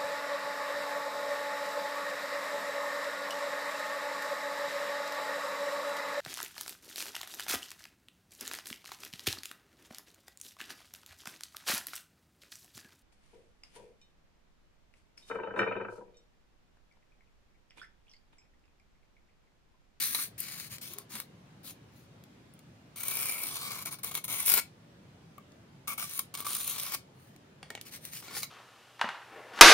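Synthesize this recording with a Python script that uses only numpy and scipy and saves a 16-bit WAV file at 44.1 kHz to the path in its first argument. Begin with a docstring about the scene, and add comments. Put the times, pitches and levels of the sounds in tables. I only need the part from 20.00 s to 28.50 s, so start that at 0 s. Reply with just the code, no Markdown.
"""A pencil is drawn in jerks around a rubber pad on the paper back of a sandpaper sheet lying on tiles:
grains driven as noise make hiss and rasp and ring pad, sheet and two gliding pencil modes.
Before and after, hands slide pad and sheet into place with snaps, bumps and small knocks (noise-struck modes).
Soft low thumps are decaying sines; a quiet room hum is shaped noise.
Two close microphone ports, each with its own treble colour, hear it with a short room tail."""
import sys
import numpy as np
from scipy import signal
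from scipy.fft import rfft, irfft
from scipy.io import wavfile
from scipy.ndimage import uniform_filter1d, map_coordinates

SR = 44100
rng = np.random.default_rng(int(sys.argv[2]) if len(sys.argv) > 2 else 0)


def voltage_ratio(level):
    """Linear amplitude factor for a level in decibels (scalar or array-like)."""
    return 10 ** (np.asarray(level, float) / 20)


def store_wav(level_fs):
    """Save 16-bit WAV to argv[1]."""
    pcm = np.round(np.clip(np.atleast_2d(level_fs), -1, 1) * 32767)
    wavfile.write(sys.argv[1], SR, pcm.T.astype(np.int16))


N = 374850  # samples

# pencil bending modes, shifting with grip and slant:
# (time [s], low mode [Hz], its gain [dB], high mode [Hz], its gain [dB], rasp gain [dB])
PENCIL_MODES = [(2.95, 1240, 0, 2230, 15.5, -3), (3.25, 1237, 11, 2324, 19, -1.5),
                (3.4, 1300, 11, 2230, 23, -5), (3.5, 1080, -7, 2270, 4, 1), (3.66, 1150, 19, 2280, 24, 2.5),
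                (3.9, 1055, 10, 2230, 15.5, -1.5), (4.2, 1120, -1, 2180, 14, -0.5),
                (4.42, 1400, 5, 2010, 10, -1.5), (4.52, 1400, 17.5, 2200, -4, 1.5),
                (5.399, 1157, 24.5, 2210, 12, 1.5), (5.95, 1154, 24, 2230, 21.5, -2),
                (6.1, 1170, 16.5, 2250, 13, 4), (6.19, 1083, 19.5, 2190, 18, 0),
                (6.47, 1150, 22, 2200, 5, 0.5), (6.6, 1150, 17.5, 2370, 15.5, 1.5),
                (6.95, 1065, 4, 2190, 9, 2.5)]
# long pencil arcs, one table each: (time [s], speed as hiss level [dB], weight on the tip [dB])
ARCS = [
    [(2.957, -53, -4), (2.961, -45.5, -2), (3.169, -35, 4), (3.469, -40.5, 4), (3.487, -35.5, 1),
     (3.501, -43, 5), (3.825, -45, 3.5), (3.845, -50, -7.5)],
    [(4.278, -39.5, 7), (4.43, -34.5, 2.5), (4.436, -50, 7), (4.46, -25.5, -4), (4.564, -26.5, 8.5),
     (4.6, -30, 15.5), (4.61, -50.5, 0)],
    [(5.976, -39, -1), (6.027, -36, 5.5), (6.061, -50.5, -8), (6.181, -37, -9), (6.203, -45, 10),
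     (6.215, -46, -3)],
    [(6.445, -47, 10), (6.463, -38.5, -1), (6.707, -36.5, -5), (6.769, -47, 2.5), (6.779, -39.5, -2.5),
     (6.919, -42.5, 4), (6.947, -27.5, 10), (6.97, -66, 16)],
]
# short pencil jerks: (start [s], length [s], speed as hiss level [dB], weight [dB])
JERKS = [(3.852, 0.051, -39, 5.5), (3.908, 0.059, -42, 0), (3.986, 0.019, -46.5, 2),
         (4.031, 0.083, -35.5, 1), (4.11, 0.029, -40, 8), (4.139, 0.062, -35.5, 5), (4.239, 0.026, -36, -2),
         (5.873, 0.077, -35, 3.5), (6.339, 0.035, -43, 2.5), (6.371, 0.075, -42, 1.5)]
# tip catches or taps: (time [s], hiss level [dB], rasp re hiss [dB], body re hiss [dB])
TAPS = [(2.5376, -53.5, -16, -23.5), (2.5912, -52.5, 0, -15), (3.082, -24, -17, -19),
        (4.1516, -23, -6, -7.5), (4.4021, -28, -20, -26), (4.479, -25, -6, -2), (4.539, -11.5, -19, -11),
        (5.3809, -51, -23, 10), (5.5197, -66, 9, 4), (5.879, -31, -5, -17), (5.98, -37, -11, 0),
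        (6.025, -38, -6, 3), (6.1917, -18.5, -11, -15.5), (6.351, -33, -2.5, -17), (6.4035, -29, -13, -7.5),
        (6.466, -39.5, 6, 6), (6.548, -44, -8, -16), (6.798, -31.5, -1, -6)]
# long shoves of pad and sheet, one table each: (time [s], speed as hiss level [dB], weight [dB])
SHOVES = [
    [(0.0, -36.5, -9), (0.02, -31, -5), (0.094, -39, -17), (0.236, -36, -14), (0.3, -62.5, -29)],
    [(0.378, -39.5, -10), (0.386, -42, -29), (0.45, -46.5, 6), (0.674, -50.5, 1.5), (0.69, -45, 2)],
    [(0.81, -47.5, -6), (0.932, -53, 4), (0.976, -72, 28), (0.982, -59, 17), (1.04, -74, 21)],
    [(8.22, -55.5, 13), (8.318, -58, 24), (8.372, -36.5, 1.5), (8.412, -48, -9), (8.43, -44, -2)],
]
# short hand brushes: (start [s], length [s], top speed as hiss level [dB], weight [dB])
BRUSHES = [(0.693, 0.091, -46, 1), (1.091, 0.15, -47, 7), (1.629, 0.11, -46.5, -10),
           (1.91, 0.17, -69.5, -2), (7.132, 0.25, -70.5, -7), (7.847, 0.063, -52.5, 5),
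           (7.906, 0.087, -46.5, 2.5), (8.002, 0.14, -52, -4), (8.115, 0.11, -45, -3),
           (8.416, 0.047, -43, 4)]
# paper snaps and knocks under the hands: (time [s], hiss level [dB], rasp re hiss [dB], body re hiss [dB])
SNAPS = [(0.1472, -22.5, -4, -15), (0.4029, -23.5, -31, -42), (0.599, -36, 0, -14), (0.783, -40.5, 1, -19),
         (0.935, -32, -16, -34), (0.9847, -25.5, -20, -31), (1.153, -32, -6, -14), (1.2006, -29.5, -6, -18),
         (2.238, -50.5, -1.5, -20), (7.3623, -55, 5, -1), (7.703, -39, 3, -1), (7.7511, -43.5, 11, 8),
         (7.8125, -34, -3, -20), (8.0515, -31, -8, -32), (8.134, -44, 3, -14), (8.431, -31, 0, -18)]
# rasp row, body row: (level at usual speed [dB], speed slope [dB/dB], weight slope [dB/dB])
TIP_LAW = [(-50, 0.61, 0.32), (-50.5, 0.48, 0.86)]
HAND_LAW = [(-47.5, 0.97, 0.25), (-62, 0.88, 0.9)]
# spectral shapes of the rubbing: (frequency [Hz], relative level [dB])
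HISS_SHAPE = [(3500, -36), (6000, -11), (7900, -11), (11000, 2.5), (13300, 5), (15500, 0)]
RASP_SHAPE = [(700, -34.5), (1200, -9.5), (1700, -9), (2950, -8), (4200, -2.5), (6000, -8.5), (8000, -15.5),
              (10000, -30.5)]
# modes of pad and sheet: (frequency [Hz], width [Hz], relative level [dB])
BODY_MODES = [(800, 960, -18), (1136, 100, -2.5), (1363, 300, 0.5), (2230, 110, 1)]
# pencil and fingers knock on the tile, the pad is bumped: (time [s], peak [dB], brightness [dB/octave])
KNOCKS = [(7.629, -34, 7), (7.7037, -30, 1.5), (7.751, -34.5, 3.5), (7.776, -36, 4.5), (8.351, -37, 0),
          (8.368, -36, 1)]
BUMPS = [(.1489, -24.5, 2), (.188, -34, -3), (8.226, -44, -3), (8.282, -39, 0), (8.431, -30, 6.5)]
# modes rung by knocks and by bumps: (frequency [Hz], relative level [dB], t60 [s])
TILE_MODES = [(520, -5, .02), (830, 1, .016), (1410, -5, .012), (1870, -1, .015), (2229, -1, .016),
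              (2750, -7, .008), (3300, -5, .008), (4400, -7, .007)]
PAD_MODES = [(1190, -2, .03), (1400, -3, .03), (2235, -1, .03), (4030, -2, .025), (4700, -6, .02)]
# pad settling on the tile: (time [s], level [dB], frequency [Hz], t60 [s])
THUMPS = [(.955, -44, 405, 0.2), (0.9, -47, 350, 0.16), (1.135, -37, 215, 0.13)]
# where the hands work: (time [s], left minus right [dB])
PLACE = [(2.9, 1), (3.3, -1.5), (4.5, 0.5), (5.9, -0.5), (6.9, -1.5)]
# main spot heard at the right port: (frequency [Hz], share [0-1])
ALIKE = [(500, 1), (1200, 0.89), (2500, 0.77), (6000, 0.52), (15000, 0.4)]
# port colour for near sounds: (frequency [Hz], left gain [dB], right gain [dB])
PORT_COLOUR = [(60.5, -19.5, -26), (199.4, -0.5, -7.5), (1300, 3, 0), (2180, 4, -2), (4840, 0.5, -2),
               (7260, 7.5, 2.5), (8460, -8, 10), (9080, 10, 15.5), (10860, -1, 0.5), (13000, 4, -25.5),
               (15800, 6, -5)]
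# room tail: (frequency [Hz], t60 [s])
ROOM_T60 = [(500, 0.11), (4000, 0.21), (15000, 0.12)]
# hum spectrum: (frequency [Hz], relative density [dB/Hz])
HUM_SHAPE = [(18, -72.5), (30, -33.5), (46, -26), (118, -3.5), (141, -4.5), (174, -6.5), (437, -17.5),
             (540, -17), (721, -21), (1130, -24), (3140, -29.5), (7470, -39), (16000, -47.5)]
# left-right likeness of the hum: (frequency [Hz], correlation [-1 to 1])
HUM_LIKENESS = [(60, 0.98), (240, 0.95), (950, 0.051), (3770, 0.014), (15000, -0.53)]

USUAL_SPEED_DB = -45
JERK_SAG_DB_PER_S = -130
BRUSH_ENDS_DB, BRUSH_SKEW = -15.5, 0.89
SHEET_HZ, SHEET_WIDTH_HZ, SHEET_DB = 1720, 370, 8.5  # broad hump of the pressed sheet
RATTLE_DECAY_S, WOBBLE_DECAY_S, WOBBLE_DB = 0.002, 0.042, -19  # blow, then weaker, longer rattle
SPOT_SHIFT, SPOT_DB = 0.0046, 2.5  # random spread of mode frequency (fraction) and level per blow
HUM_RMS_DB = -56.5
EDGE_HZ = 15850


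def rubbing():
    """Grit under tip and hands drives hiss, rasp, body and pencil modes at two unlike contact spots."""
    tip_grit = grit(per_s=4100, spread_db=4.5, judder_db=1.57, slip_s=0.00023, blur_s=0.0053)
    hand_grit = grit(per_s=26000, spread_db=3.5, judder_db=1.5, slip_s=0.00022, blur_s=0.00068)
    tip_strokes = ARCS + [jerk(*row) for row in JERKS]
    hand_strokes = SHOVES + [brush(*row) for row in BRUSHES]
    tip = pressure(tip_strokes, TIP_LAW, TAPS, tip_grit, rise_s=0.0024, fall_s=0.02, catch_s=0.0019)
    hand = pressure(hand_strokes, HAND_LAW, SNAPS, hand_grit, rise_s=0.0058, fall_s=0.019, catch_s=0.0013)

    s, *columns = np.transpose(PENCIL_MODES)
    low_hz, low_db, high_hz, high_db, rasp_db = (np.interp(np.arange(N) / SR, s, c) for c in columns)
    flat_db = np.zeros(N)
    # the tip feeds the pencil more than the pad
    force = tip * voltage_ratio([flat_db, rasp_db, flat_db - 5.5]) + hand

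    hiss_taps = colour(lambda hz: read(HISS_SHAPE, hz))
    rasp_taps = colour(lambda hz: read(RASP_SHAPE, hz))
    sound = through(force[:, 0], hiss_taps[None])
    sound += through(force[:, 1], rasp_taps[None])
    sound += through(force[:, 2], body_ring()[None])
    for spot in range(2):
        sound[spot] += voltage_ratio(SHEET_DB) * resonate(hand[spot, 2], np.full(N, SHEET_HZ), SHEET_WIDTH_HZ)
        sound[spot] += voltage_ratio(low_db) * resonate(tip[spot, 2], low_hz, 45)
        sound[spot] += voltage_ratio(high_db) * resonate(tip[spot, 2], high_hz, 72)
    return sound


def grit(per_s, spread_db, judder_db, slip_s, blur_s):
    """Random grain slips, a few large, clumped by judder: sharp for hiss, blurred for rasp and body."""
    size_db = spread_db * np.minimum(rng.exponential(1, N), 4.5)
    power = voltage_ratio(size_db) ** 2 * (rng.random(N) < per_s / SR)
    slow_noise = uniform_filter1d(uniform_filter1d(rng.standard_normal(N), 200), 200)
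    judder = voltage_ratio(judder_db * evened(slow_noise))

    def lasting(decay_s):
        """Each slip's power decays exponentially."""
        smeared = signal.lfilter([1], [1, -np.exp(-1 / (decay_s * SR))], power)
        return evened(judder * np.sqrt(smeared))

    blurred = lasting(blur_s)
    return np.array([lasting(slip_s), blurred, blurred])


def pressure(strokes, law, catches, grains, rise_s, fall_s, catch_s):
    """Noise force for hiss, rasp, body at two spots: grains under strokes; a catch adds a burst and a push."""
    t, drive = np.arange(N) / SR, np.zeros((3, N))
    for rows in strokes:
        s, speed_db, weight_db = np.transpose(rows)
        a, b = round(s[0] * SR), round(s[-1] * SR)
        # strokes cut by the start or end of the scene get no fade there
        rise = (t[a:b] - s[0] + (a == 0)) / rise_s
        fall = (s[-1] - t[a:b] + (b >= N)) / fall_s
        edge = np.clip(np.minimum(rise, fall), 0, 1)
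        levels_db = [speed_db]
        for usual_db, per_speed, per_weight in law:
            levels_db.append(usual_db + per_speed * (speed_db - USUAL_SPEED_DB) + per_weight * weight_db)
        for k, db in enumerate(levels_db):
            drive[k, a:b] += voltage_ratio(np.interp(t[a:b], s, db)) * edge
    drive *= grains

    u, push = t[:900], np.zeros((3, N))
    burst = (1 - np.exp(-u / 0.00037)) * (np.exp(-u / catch_s) + 0.19 * np.exp(-u / 0.0026))
    for s, db, rasp_db, body_db in catches:
        at = round(s * SR)
        drive[:, at:at + len(u)] += burst * voltage_ratio([[db], [db + rasp_db], [db + body_db]])
        push[2, at] = voltage_ratio(db + body_db + 7.0)
    return drive * rng.standard_normal((2, 3, N)) + push


def jerk(start_s, length_s, db, weight_db):
    """Pencil stroke that starts at full speed and sags."""
    end_db = db + JERK_SAG_DB_PER_S * length_s
    return [(start_s, db, weight_db), (start_s + length_s, end_db, weight_db)]


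def brush(start_s, length_s, db, weight_db):
    """Hand stroke that speeds up and slows down in one arch."""
    u = np.linspace(0, 1, 12)
    speed_db = db + BRUSH_ENDS_DB * (1 - np.sin(np.pi * u ** BRUSH_SKEW))
    return np.transpose([start_s + length_s * u, speed_db, weight_db + 0 * u])


def body_ring():
    """Impulse response of the damped modes of pad and sheet, energy 1."""
    t = np.arange(3000) / SR
    taps = np.zeros(len(t))
    for hz, width_hz, db in BODY_MODES:
        decay = np.exp(-np.pi * width_hz * t)
        taps += voltage_ratio(db) * np.sqrt(width_hz) * decay * np.sin(2 * np.pi * hz * t)
    return taps / np.linalg.norm(taps)


def resonate(x, hz, width_hz):
    """Gliding resonance of gain 1: shifts the curve hz down to zero, smooths, shifts back."""
    turn = np.exp(2j * np.pi * np.cumsum(hz) / SR)
    r = np.exp(-np.pi * width_hz / SR)
    return 2 * (turn * signal.lfilter([1 - r], [1, -r], x / turn)).real


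def knocks(rows, modes):
    """A short chattering noise blow rings the modes, with its own brightness and mode spread."""
    out, t = np.zeros(N + 6000), np.arange(3000) / SR
    envelope = np.exp(-t / RATTLE_DECAY_S) + voltage_ratio(WOBBLE_DB) * np.exp(-t / WOBBLE_DECAY_S)
    for s, db, tilt_db in rows:
        blow = rng.standard_normal(len(t)) * envelope
        sound = signal.fftconvolve(ring(modes, tilt_db), blow)
        out[round(s * SR):][:len(sound)] += voltage_ratio(db) * sound / abs(sound).max()
    return out[:N]


def ring(modes, tilt_db):
    """Sum of decaying sines; each blow draws its own mode frequencies and levels."""
    hz, mode_db, t60_s = np.transpose(modes)[:, :, None]
    hz = hz * (1 + SPOT_SHIFT * rng.standard_normal(hz.shape))
    t = np.arange(3000) / SR
    start_db = mode_db + SPOT_DB * rng.standard_normal(hz.shape) + tilt_db * np.log2(hz / 1500)
    return (voltage_ratio(start_db - 60 * t / t60_s) * np.sin(2 * np.pi * hz * t)).sum(0)


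def thumps():
    """Soft low sines that swell and die as the pad settles."""
    t = np.arange(N) / SR
    out = np.zeros(N)
    for s, db, hz, t60_s in THUMPS:
        u = np.maximum(t - s, 0)
        out += voltage_ratio(db - 60 * u / t60_s) * (1 - np.exp(-u / 0.016)) * np.sin(2 * np.pi * hz * u)
    return out


def ports(main, other):
    """Right port hears the main spot late, in the treble the other spot too; tiles add a moving bounce."""
    hz = np.fft.rfftfreq(N, 1 / SR)
    alike = np.clip(read(ALIKE, hz), 0, 1)
    delayed = late(main, 2.2 + 2.11 * wander(top_hz=3.2))
    right = irfft(alike * rfft(delayed) + np.sqrt(1 - alike ** 2) * rfft(other), N)
    return np.array([x + voltage_ratio(-8.5) * late(x, 14 + 4.67 * wander(top_hz=1.5)) for x in (main, right)])


def late(x, samples):
    """Delays by a changing number of samples."""
    return map_coordinates(x, [np.arange(N) - samples], order=3)


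def wander(top_hz):
    """Slow random-phase sines from 0.3 Hz to top_hz, rms 1."""
    t = np.arange(N) / SR
    return evened(sum(np.sin(2 * np.pi * (f * t + rng.random())) / np.sqrt(f)
                      for f in np.geomspace(.3, top_hz, 12)))


def space(x, room_db):
    """Adds a short room tail of sparse echoes in a steadily turning mix, then the colour of each port."""
    size, count = SR // 3, 3
    taps = np.zeros((count * 2, size))
    # one echo of random sign in every 20 samples
    at = np.arange(0, size - 20, 20) + rng.integers(0, 20, (count * 2, (size - 1) // 20))
    np.put_along_axis(taps, at, rng.choice([-1., 1.], at.shape), 1)
    hz, t, z = signal.stft(taps, SR, nperseg=256)
    decay = voltage_ratio(-60 * t / read(ROOM_T60, hz)[:, None])
    tail = signal.istft(z * decay, SR, nperseg=256)[1][:, :size]
    tail[:, :100] = 0
    bass = signal.lfilter(*signal.butter(1, 1200, fs=SR), tail)
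    tail[1::2] += bass[0::2] - bass[1::2]  # long waves reach both ports alike
    tail *= voltage_ratio(room_db) / np.linalg.norm(tail[0])

    turn = 2 * np.pi * 2.3 * np.arange(N) / SR
    heard = x.copy()
    for k in range(count):
        share = np.sqrt(2 / count) * np.cos(turn + k * np.pi / count)
        heard += through(x * share, tail[2 * k:2 * k + 2])
    hz = np.fft.rfftfreq(N, 1 / SR)
    gain_db = [read(PORT_COLOUR, hz, column=1), read(PORT_COLOUR, hz, column=2)]
    return irfft(rfft(heard) * voltage_ratio(gain_db), N)


def hum():
    """Distant machinery and air: shaped noise, alike at both ports only in the bass, drifting in patches."""
    frames, hz = N // 512 + 5, np.fft.rfftfreq(2048, 1 / SR)
    a, b, c, d, patches = rng.standard_normal((frames, 1025, 5)).T
    patches = evened(uniform_filter1d(uniform_filter1d(patches, 8, 0), 8, 1))
    same = np.clip(read(HUM_LIKENESS, hz), -1, 1)[:, None]
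    left = a + 1j * b
    right = same * left + np.sqrt(1 - same ** 2) * (c + 1j * d)
    z = np.array([left, right]) * voltage_ratio(read(HUM_SHAPE, hz)[:, None] + 1.64 * patches)
    return voltage_ratio(HUM_RMS_DB) * evened(signal.istft(z, nperseg=2048, noverlap=1536)[1][:, :N])


def evened(x):
    """Scales to rms 1."""
    return x / np.sqrt(np.mean(x ** 2) + 1e-20)


def read(points, hz, column=1):
    """Interpolates one table column on a log-frequency axis."""
    table = np.transpose(points)
    return np.interp(np.log(hz + 1), np.log(table[0] + 1), table[column])


def colour(db_of_hz):
    """Minimum-phase impulse response with the given spectral shape, energy 1."""
    hz = abs(np.fft.fftfreq(4096, 1 / SR))
    log_gain = np.log(voltage_ratio(np.maximum(db_of_hz(hz), -90)))
    taps = np.fft.ifft(np.exp(np.conj(signal.hilbert(log_gain)))).real[:2048]
    return taps / np.linalg.norm(taps)


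def through(x, taps):
    """Convolves and keeps the length."""
    return signal.oaconvolve(x, taps, axes=-1)[..., :N]


def scene():
    """Rubbing, knocks and bumps through ports and room, over thumps and hum."""
    main, other = rubbing() + knocks(KNOCKS, TILE_MODES) + knocks(BUMPS, PAD_MODES)
    near = ports(main, other)
    lean_db = np.interp(np.arange(N) / SR, *np.transpose(PLACE)) / 2
    return space(near * voltage_ratio([lean_db, -lean_db]), room_db=-9.5) + thumps() + hum()


def band_limit(x):
    """A steep low-pass at the top of the band."""
    return signal.sosfilt(signal.butter(12, 16980, fs=SR, output="sos"), x)


def record(dry):
    """Band-limits and finishes the mix."""
    lowpass = signal.firwin(301, EDGE_HZ, window=("kaiser", 8), fs=SR)
    limited = signal.oaconvolve(dry, lowpass[None], "same")
    return band_limit(limited)


dry = scene()
out = record(dry)
store_wav(out)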